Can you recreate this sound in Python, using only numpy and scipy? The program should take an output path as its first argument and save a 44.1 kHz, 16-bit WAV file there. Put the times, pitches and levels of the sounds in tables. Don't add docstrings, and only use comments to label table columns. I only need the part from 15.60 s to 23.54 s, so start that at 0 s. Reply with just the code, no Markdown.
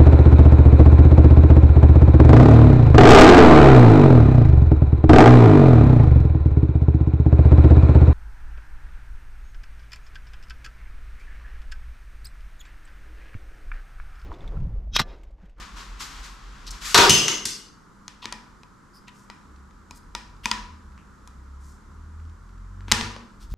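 import sys
import numpy as np
from scipy import signal
from scipy.fft import rfft, irfft, next_fast_len
from scipy.io import wavfile
from scipy.ndimage import uniform_filter1d

SR = 44100
rng = np.random.default_rng(int(sys.argv[2]) if len(sys.argv) > 2 else 0)


def waveform_to_disk(signal):
    frames = np.transpose(np.atleast_2d(signal))
    scaled = np.clip(frames, -1, 1) * 32767
    samples = np.round(scaled).astype(np.int16)
    wavfile.write(sys.argv[1], SR, samples)


N = 350154
TIME = np.arange(N) / SR


def undb(db):
    return 10 ** (np.asarray(db) / 20)


def unit(x):
    return x / np.sqrt(np.mean(x ** 2))


def blow(x):
    return x / np.sqrt(np.sum(x ** 2) / (.005 * SR))


def curve(rows):
    return np.interp(TIME, *np.transpose(rows))


def on_log_axis(points, hz):
    freq_hz, value = np.transpose(points)
    return np.interp(np.log(hz + 1), np.log(freq_hz), value)


def colour(x, spectrum, tilt_db_per_oct=0):
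    n = next_fast_len(len(x))
    hz = np.fft.rfftfreq(n, 1 / SR)
    gain_db = on_log_axis(spectrum, hz) + tilt_db_per_oct * np.log2(np.maximum(hz, 500) / 3000)
    cepstrum = irfft(np.log(undb(gain_db)), n)
    cepstrum[1:n // 2] *= 2
    cepstrum[n // 2 + 1:] = 0
    return irfft(rfft(x, n) * np.exp(rfft(cepstrum)), n)[:len(x)]


def fade(t, t60_s):
    return np.exp(-np.log(1000) * t / t60_s)


def wander(rate_hz):
    hold = int(SR / rate_hz)
    steps = np.repeat(rng.standard_normal(N // hold + 1), hold)
    return unit(uniform_filter1d(steps, hold)[:N])


def stereo(mid, side=0, width=0, pan_db=0):
    return np.array([(mid + width * side) * undb(pan_db / 2), (mid - width * side) * undb(-pan_db / 2)])


def add(track, start_s, sound):
    i = max(int(start_s * SR), 0)
    track[i:i + len(sound)] += sound[:max(N - i, 0)]


def ring(modes, detune, scatter_db=2):
    pitch_hz, level_db, t60_s = np.transpose(modes)[:, :, None]
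    t = np.arange(SR // 2) / SR
    weight, shift, sign = rng.standard_normal((3, len(modes), 1))
    gains = np.sign(sign) * undb(level_db + scatter_db * weight)
    waves = np.sin(2 * np.pi * pitch_hz * (1 + detune * shift) * t)
    return blow(np.sum(gains * fade(t, t60_s) * waves, axis=0))


def crack(spectrum, tilt_db_per_oct, t60_s, tick_db=-10):
    count = 4096
    crowd = rng.standard_normal(count) * fade(TIME[:count], t60_s)
    burst = crowd / np.sqrt(np.sum(crowd ** 2))
    burst[0] += undb(tick_db)
    return np.pad(blow(colour(burst, spectrum, tilt_db_per_oct)), (0, SR // 2 - count))


def soft_blows(blows, modes):
    out = np.zeros(N)
    for start_s, level_db in blows:
        add(out, start_s, undb(level_db) * ring(modes, detune=.013))
    return out


def grit(count, spread_db):
    sizes = undb(spread_db * rng.standard_normal(count // 32 + 1))
    return rng.standard_normal(count) * np.repeat(sizes, 32)[:count]


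# freq_hz, gain_db
AIR_SPECTRUM = [(60, -9), (120, -4), (200, -3), (300, -8), (450, -15), (680, -23.5), (1020, -10.5),
                (1350, -9), (1750, -19), (2600, -32), (7500, -31), (8600, -37.5), (12500, -43),
                (14000, -60.5)]


def room_tone():
    mid, side = (unit(colour(rng.standard_normal(N), AIR_SPECTRUM)) for _ in range(2))
    side = colour(side, [(100, -4), (400, 1), (1500, -1), (10000, 0)])
    hum = undb(-59 + 2.5 * wander(4.3)) * np.sin(2 * np.pi * 200 * TIME)
    air = stereo(mid, side, width=.6, pan_db=-.5) * undb(-53.5 + .52 * wander(3.3))
    return air + hum


# time_s, level_db
RUMBLE_LEVEL = [(0, -41), (1.5, -43.5), (2.1, -61), (2.7, -55), (3.8, -63), (4.7, -45), (5.5, -56),
                (7.72, -56), (7.87, -33.5)]
# freq_hz, gain_db
RUMBLE_SPECTRUM = [(15, -40.5), (26, -16.5), (33, -5), (42, -0.5), (50, -4), (60, -14.5), (85, -26),
                   (200, -38.5), (500, -77)]


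def low_rumble():
    rumble = unit(colour(rng.standard_normal(N), RUMBLE_SPECTRUM))
    return rumble * undb(curve(RUMBLE_LEVEL) + .5 * wander(6))


# time_s, firing_hz
ENGINE_FIRING = [(3.6, 57.96), (4.02, 69.62), (4.35, 78), (4.9, 93.03), (5.25, 65.16), (5.45, 60.38),
                 (6.1, 70.27), (6.55, 78), (7.0, 88.94), (7.45, 98.5)]
# time_s, level_db
ENGINE_THROTTLE = [(3.4, -73), (3.95, -49.5), (4.4, -58), (4.95, -45), (5.4, -49), (5.95, -43), (7.45, -39),
                   (7.65, -59.5)]
# firing_multiple, level_db
ENGINE_PARTIALS = [(.5, -4), (1, -1), (1.5, -14.5), (2, -19)]
# centre_hz, width_hz, gain_db
BOOM_MODES = [(46, 4.2, 4), (67.3, 3, 4), (78, 3, 5.5), (94, 9, -1.5), (120, 28, -9.5)]


def passing_engine():
    firing_hz = curve(ENGINE_FIRING) * (1 + .006 * wander(17))
    phase = 2 * np.pi * np.cumsum(firing_hz) / SR
    partials = sum(undb(db) * np.sin(multiple * phase) for multiple, db in ENGINE_PARTIALS)
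    engine = np.sqrt(2) * partials * undb(curve(ENGINE_THROTTLE) + 1.8 * wander(17))
    hz = np.fft.rfftfreq(N, 1 / SR)
    boom = sum(undb(db) / (1 + 2j * (hz - centre_hz) / width_hz)
               for centre_hz, width_hz, db in BOOM_MODES)
    return irfft(rfft(engine) * boom, N)


# freq_hz, gain_db
FRICTION_SPECTRUM = [(150, -1), (350, -5.5), (650, -9.5), (1100, 8), (2200, 0), (5000, -2), (7500, -6.5),
                     (9000, -15), (13000, -21), (14300, -44)]


def bench_friction(count, tilt_db_per_oct):
    mid, side = (unit(colour(grit(count, spread_db=.5), FRICTION_SPECTRUM, tilt_db_per_oct))
                 for _ in range(2))
    return stereo(mid, side, width=.45, pan_db=2.5)


# start_s, hold_s, level_db, tilt_db_per_oct
PUSHES = [(0.0, 0.028, -43, -0.5), (0.17, .045, -42.5, 0), (.409, 0.007, -34.5, 2.2),
          (.51, 0.097, -46, -0.5), (0.639, .025, -44, 1.5), (1.129, .025, -44.5, 0.5),
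          (1.222, .02, -38.5, 2.5), (1.255, .065, -33, 4)]


def sliding(rustle_end_s):
    attack_s = .025
    out = bench_friction(N, tilt_db_per_oct=-2) * undb(-50 + .7 * wander(7.8))
    out *= fade(np.maximum(TIME - rustle_end_s, 0), t60_s=.3)
    for start_s, hold_s, level_db, tilt in PUSHES:
        onset_s = max(start_s - attack_s, 0)
        t = onset_s - start_s + TIME[:SR]
        attack = np.clip(1 + t / attack_s, 0, 1) ** 2
        release = fade(np.maximum(t - hold_s, 0), t60_s=.43)
        for channel, push in zip(out, bench_friction(SR, tilt)):
            add(channel, onset_s, undb(level_db) * push * attack * release)
    return out


# start_s, level_db
BENCH_BLOWS = [(1.349, -17.5), (1.385, -16.5), (1.497, -9), (1.51, -9.5), (1.856, -36)]
# pitch_hz, level_db, t60_s
BENCH_MODES = [(87.7, -6, 0.18), (103, -3, 0.23), (121, -4.5, .25), (158, -2, 0.24), (180, -4, .2),
               (205.7, 0.5, .25), (244, -4, 0.17), (306.3, -7, 0.2)]


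def bench_thuds():
    return soft_blows(BENCH_BLOWS, BENCH_MODES)


# start_s, level_db, tilt_db_per_oct, tray_db
TOOL_BLOWS = [(1.3446, -3.5, 2, -10), (1.3474, -4.5, -0.5, -3), (1.356, -4.5, -0.5, -0.5),
              (1.361, -9, -4, 0), (1.378, -5.5, 1.5, -4.5), (1.386, -5, -6, -2.5), (1.396, -12, -3.5, -0.5),
              (1.415, -15.5, -1, -3), (1.445, -19.5, 0, -3)]
# freq_hz, gain_db
TOOL_SPECTRUM = [(100, -17), (230, -18), (360, -5), (550, -6.5), (1000, 0.5), (1450, 2), (2000, -1),
                 (5000, -1.5), (8000, -10), (9200, -17.5), (13000, -20.5), (14500, -41)]
# pitch_hz, level_db, t60_s
TRAY_MODES = [(360.3, -5.5, 0.11), (434.5, -9.5, 0.12), (715, -7.5, 0.068), (831, -4, 0.036),
              (939, -1.5, 0.13), (991, -2.5, .09), (1168, -2.5, 0.14), (1434, 3, 0.074), (1550, -5, .05),
              (2500, -9.5, 0.027), (3780, -5, 0.054), (4210, -5.5, .05), (4710, 0.5, .06),
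              (5295, -3.5, 0.032)]


def tray_clatter():
    out = np.zeros(N)
    for start_s, level_db, tilt, tray_db in TOOL_BLOWS:
        contact = crack(TOOL_SPECTRUM, tilt, t60_s=.048)
        tray = undb(tray_db) * ring(TRAY_MODES, detune=.003, scatter_db=5)
        add(out, start_s, undb(level_db) * blow(contact + tray))
    return out


# freq_hz, gain_db
TIP_SPECTRUM = [(100, -12), (330, -12), (680, -18), (950, -2), (2800, 1), (4200, .5), (6000, 0), (8000, -8),
                (9200, -13), (13000, -24), (14500, -48.5)]


def tip_crack(tilt_db_per_oct, t60_s, tick_db=-10):
    return crack(TIP_SPECTRUM, tilt_db_per_oct, t60_s, tick_db)


# start_s, level_db, tilt_db_per_oct, clink_db, ring_db
SHANK_BLOWS = [(1.4954, -2, 3, -5.5, -10.5), (1.5057, -13, -1, 11.5, -7.5), (1.682, -17, -2, -1, -23),
               (1.8543, -20, 3, -12, -12)]
# pitch_hz, level_db, t60_s
SHANK_SHORT_MODES = [(2775, -8, .07), (2926, -3.5, 0.057), (2996, -5, 0.036), (3730, -15, .03),
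                     (4960, -8, .02), (5850, -5, .025), (6310, 6, .025), (6360, -0.5, 0.028),
                     (6400, -7, 0.027)]
# pitch_hz, level_db, t60_s
SHANK_LONG_MODES = [(2945, -2, .33), (4000, -16.5, .15), (5030, 0, .42), (5400, -12.5, .25),
                    (6336, -2, 0.37), (7600, -9.5, 0.36), (8960, -14, 0.39), (11700, -16, .28)]


def screwdriver_clinks():
    out = np.zeros(N)
    for start_s, level_db, tilt, clink_db, ring_db in SHANK_BLOWS:
        clink = undb(clink_db) * ring(SHANK_SHORT_MODES, detune=.001, scatter_db=1)
        lasting = undb(ring_db) * ring(SHANK_LONG_MODES, detune=.001, scatter_db=1)
        contact = tip_crack(tilt + 2.5, t60_s=.055)
        add(out, start_s, undb(level_db) * (contact + clink + lasting))
    return out


# start_s, level_db
HAND_BLOWS = [(2.66, -47), (2.727, -54), (7.325, -17.5), (7.425, -25), (7.918, -28)]
# pitch_hz, level_db, t60_s
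BAR_SWAY_MODES = [(53, -1, 0.29), (78, 2, 0.18), (104, 2, 0.16), (151, -8, 0.21), (222, -6, 0.1)]


def handlebar_bumps():
    return soft_blows(HAND_BLOWS, BAR_SWAY_MODES)


def tip_ticks(count, start_s, end_s):
    out = np.zeros(N)
    for when, size, dullness in rng.random((count, 3)):
        tick = tip_crack(-6 * dullness, t60_s=.02)
        level_db = -66 + 6 * size
        add(out, start_s + when * (end_s - start_s), undb(level_db) * tick)
    return out


# start_s, length_s, level_db, centre_hz, width_oct
STROKES = [(1.064, 0.031, -41, 4370, 0.66), (1.104, .018, -39.5, 6050, 0.55),
           (2.618, 0.045, -45.5, 3400, 0.49), (3.331, .075, -59.5, 5000, .13),
           (3.472, 0.028, -52.5, 2900, 0.64), (3.336, .06, -67, 9400, 0.66), (3.527, 0.15, -66, 6300, 0.73),
           (4.347, 0.045, -57.5, 6740, 0.82), (4.833, 0.036, -44, 2530, 1.15),
           (5.375, 0.045, -65, 2530, 0.29), (5.997, 0.19, -64.5, 6460, 0.68),
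           (7.276, 0.048, -50.5, 2180, 1.1), (7.798, 0.064, -58, 4500, 1.04),
           (7.897, 0.06, -60, 4500, 1.15)]


def scrapes():
    out = np.zeros(N)
    for start_s, length_s, level_db, centre_hz, width_oct in STROKES:
        count = int(length_s * SR)
        offset = np.log2((np.fft.rfftfreq(count, 1 / SR) + 1) / centre_hz) / width_oct
        friction = irfft(rfft(grit(count, spread_db=3)) / (1 + offset ** 2) ** 1.5, count)
        swell = np.abs(np.sin(np.pi * np.linspace(0, 1, count) ** .9)) ** .7
        add(out, start_s, undb(level_db) * unit(friction * swell))
    return out


# start_s, level_db
HOUSING_BLOWS = [(7.3165, -25), (7.321, -21), (7.413, -39), (7.5636, -37.5)]
# freq_hz, gain_db
HOUSING_SPECTRUM = [(100, -16), (300, -10), (550, -3), (880, 1.5), (1200, -1), (2000, -15), (6000, -39),
                    (14000, -74)]


def housing_clunks():
    out = np.zeros(N)
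    for start_s, level_db in HOUSING_BLOWS:
        add(out, start_s, undb(level_db) * crack(HOUSING_SPECTRUM, tilt_db_per_oct=0, t60_s=.026))
    return out


# start_s, level_db, tilt_db_per_oct, body_db, thump_db
LEVER_BLOWS = [(2.4806, -34.5, 0, -10, -32), (2.626, -41, -9, 17, -18), (2.644, -37, -1, 15, -25),
               (2.6561, -28, -2, -7, -7.5), (2.7248, -28.5, -.5, 4.5, -10), (3.0336, -45.5, -3, 11, -27),
               (3.4818, -43, -1, 6, -17), (3.7, -36.5, -4, 5, -34), (4.3095, -38, 5, 7.5, -5),
               (4.5508, -25.5, -1, 4, -12.5), (4.857, -18, 1.5, 3.5, -9), (4.9142, -16.5, -2, 2, -15.5),
               (5.378, -51.5, -6, -15, -29), (5.675, -45.5, 6, 4, -25), (7.207, -49, -6.5, -1, -17),
               (7.2825, -38, -6, -3, 1), (7.3158, -13.5, 0, -20, -29), (7.3202, -5, 1, -6.5, -10),
               (7.411, -23.5, -4.5, -9, -21), (7.5637, -46, 2, 5, -18)]
# pitch_hz, level_db, t60_s
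LEVER_MODES = [(887, -8, 0.052), (976, 4, 0.061), (1152, -4.5, 0.037), (1358, -8, 0.042),
               (1908, -8.5, 0.071), (2463, -3, 0.027), (4060, -4.5, 0.015), (3990, -10, 0.018),
               (5060, 3.5, 0.012), (6350, -7.5, 0.016), (7750, -15, 0.014)]
# pitch_hz, level_db, t60_s
BAR_THUMP_MODES = [(99.5, -12, 0.118), (146.6, -18, .12), (213, 4.5, 0.14), (232.6, 2.5, 0.2),
                   (338.6, -8, 0.21), (444.5, -6, 0.069)]


def lever_clicks(tick_db, body_trim_db, thump_trim_db):
    out = np.zeros(N)
    for start_s, level_db, tilt, body_db, thump_db in LEVER_BLOWS:
        body = undb(body_db + body_trim_db) * ring(LEVER_MODES, detune=.0043, scatter_db=3.5)
        thump = undb(thump_db + thump_trim_db) * ring(BAR_THUMP_MODES, detune=.018)
        contact = tip_crack(tilt, t60_s=.01, tick_db=tick_db)
        add(out, start_s, undb(level_db) * (blow(contact + body) + thump))
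    return out


# freq_hz, t60_s
GARAGE_DECAY = [(100, 0.4), (300, 0.87), (800, 0.63), (2000, 0.51), (5000, 0.51), (8000, 0.4), (14000, .38)]


def garage_echo(x, build_s, pan_db):
    t = TIME[:SR]
    hz = np.fft.rfftfreq(SR, 1 / SR)
    noise = rfft(rng.standard_normal((2, SR)))
    bands_hz, decays_s = np.transpose(GARAGE_DECAY)
    tails = 0
    for t60_s, share in zip(decays_s, np.eye(len(bands_hz))):
        band = on_log_axis(np.column_stack([bands_hz, share]), hz)
        tails = tails + irfft(noise * band, SR) * fade(t, t60_s)
    mid, side = tails * (1 - np.exp(-t / build_s))
    side = colour(side, [(100, -18.5), (400, -10), (900, -2.5), (3000, 1), (6000, -4), (12000, 1.5)])
    response = stereo(mid, side, width=.6, pan_db=pan_db) / np.sqrt(np.sum(mid ** 2))
    return signal.fftconvolve(x[None], response, axes=1)[:, :N]


# freq_hz, gain_db
OFF_AXIS_SPECTRUM = [(100, -2.5), (250, 0), (600, 0.5), (950, 1.5), (1700, 2.5), (2600, 0), (4000, -3),
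                     (7000, -2), (10000, 0), (14000, -3.5)]


def scene():
    handling = scrapes() + tip_ticks(count=12, start_s=2.4, end_s=7.8) + housing_clunks()
    lever = lever_clicks(tick_db=-5.5, body_trim_db=-4.5, thump_trim_db=-4) + handling + handlebar_bumps()
    radiated = lever_clicks(tick_db=24, body_trim_db=-6.5, thump_trim_db=-.5) + handling
    radiated = colour(radiated, OFF_AXIS_SPECTRUM)
    tools = tray_clatter() + screwdriver_clinks()
    thuds = bench_thuds()
    direct = stereo(lever + tools, pan_db=2.5) + thuds
    lever_echo = undb(-8) * garage_echo(radiated, build_s=.0031, pan_db=1.35)
    bench_echo = garage_echo(undb(-1) * tools + undb(-10) * thuds, build_s=.01, pan_db=2)
    slides = sliding(rustle_end_s=TOOL_BLOWS[0][0])
    background = passing_engine() + low_rumble() + room_tone()
    return background + slides + direct + lever_echo + bench_echo


def record(dry):
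    ceiling_db, recovery_db_per_s, cutoff_hz = 3.2, 34, 15000
    peak_db = 20 * np.log10(np.abs(dry).max(axis=0) + 1e-9)
    over_db = np.maximum(peak_db - ceiling_db, 0)
    recovery_db = recovery_db_per_s * TIME
    duck_db = np.maximum.accumulate(over_db + recovery_db) - recovery_db
    held = dry * undb(-uniform_filter1d(duck_db, size=24))
    rounded = held / (1 + held ** 4) ** .25
    return signal.sosfilt(signal.ellip(8, .2, 70, cutoff_hz, fs=SR, output="sos"), rounded)


dry = scene()
out = record(dry)
waveform_to_disk(out)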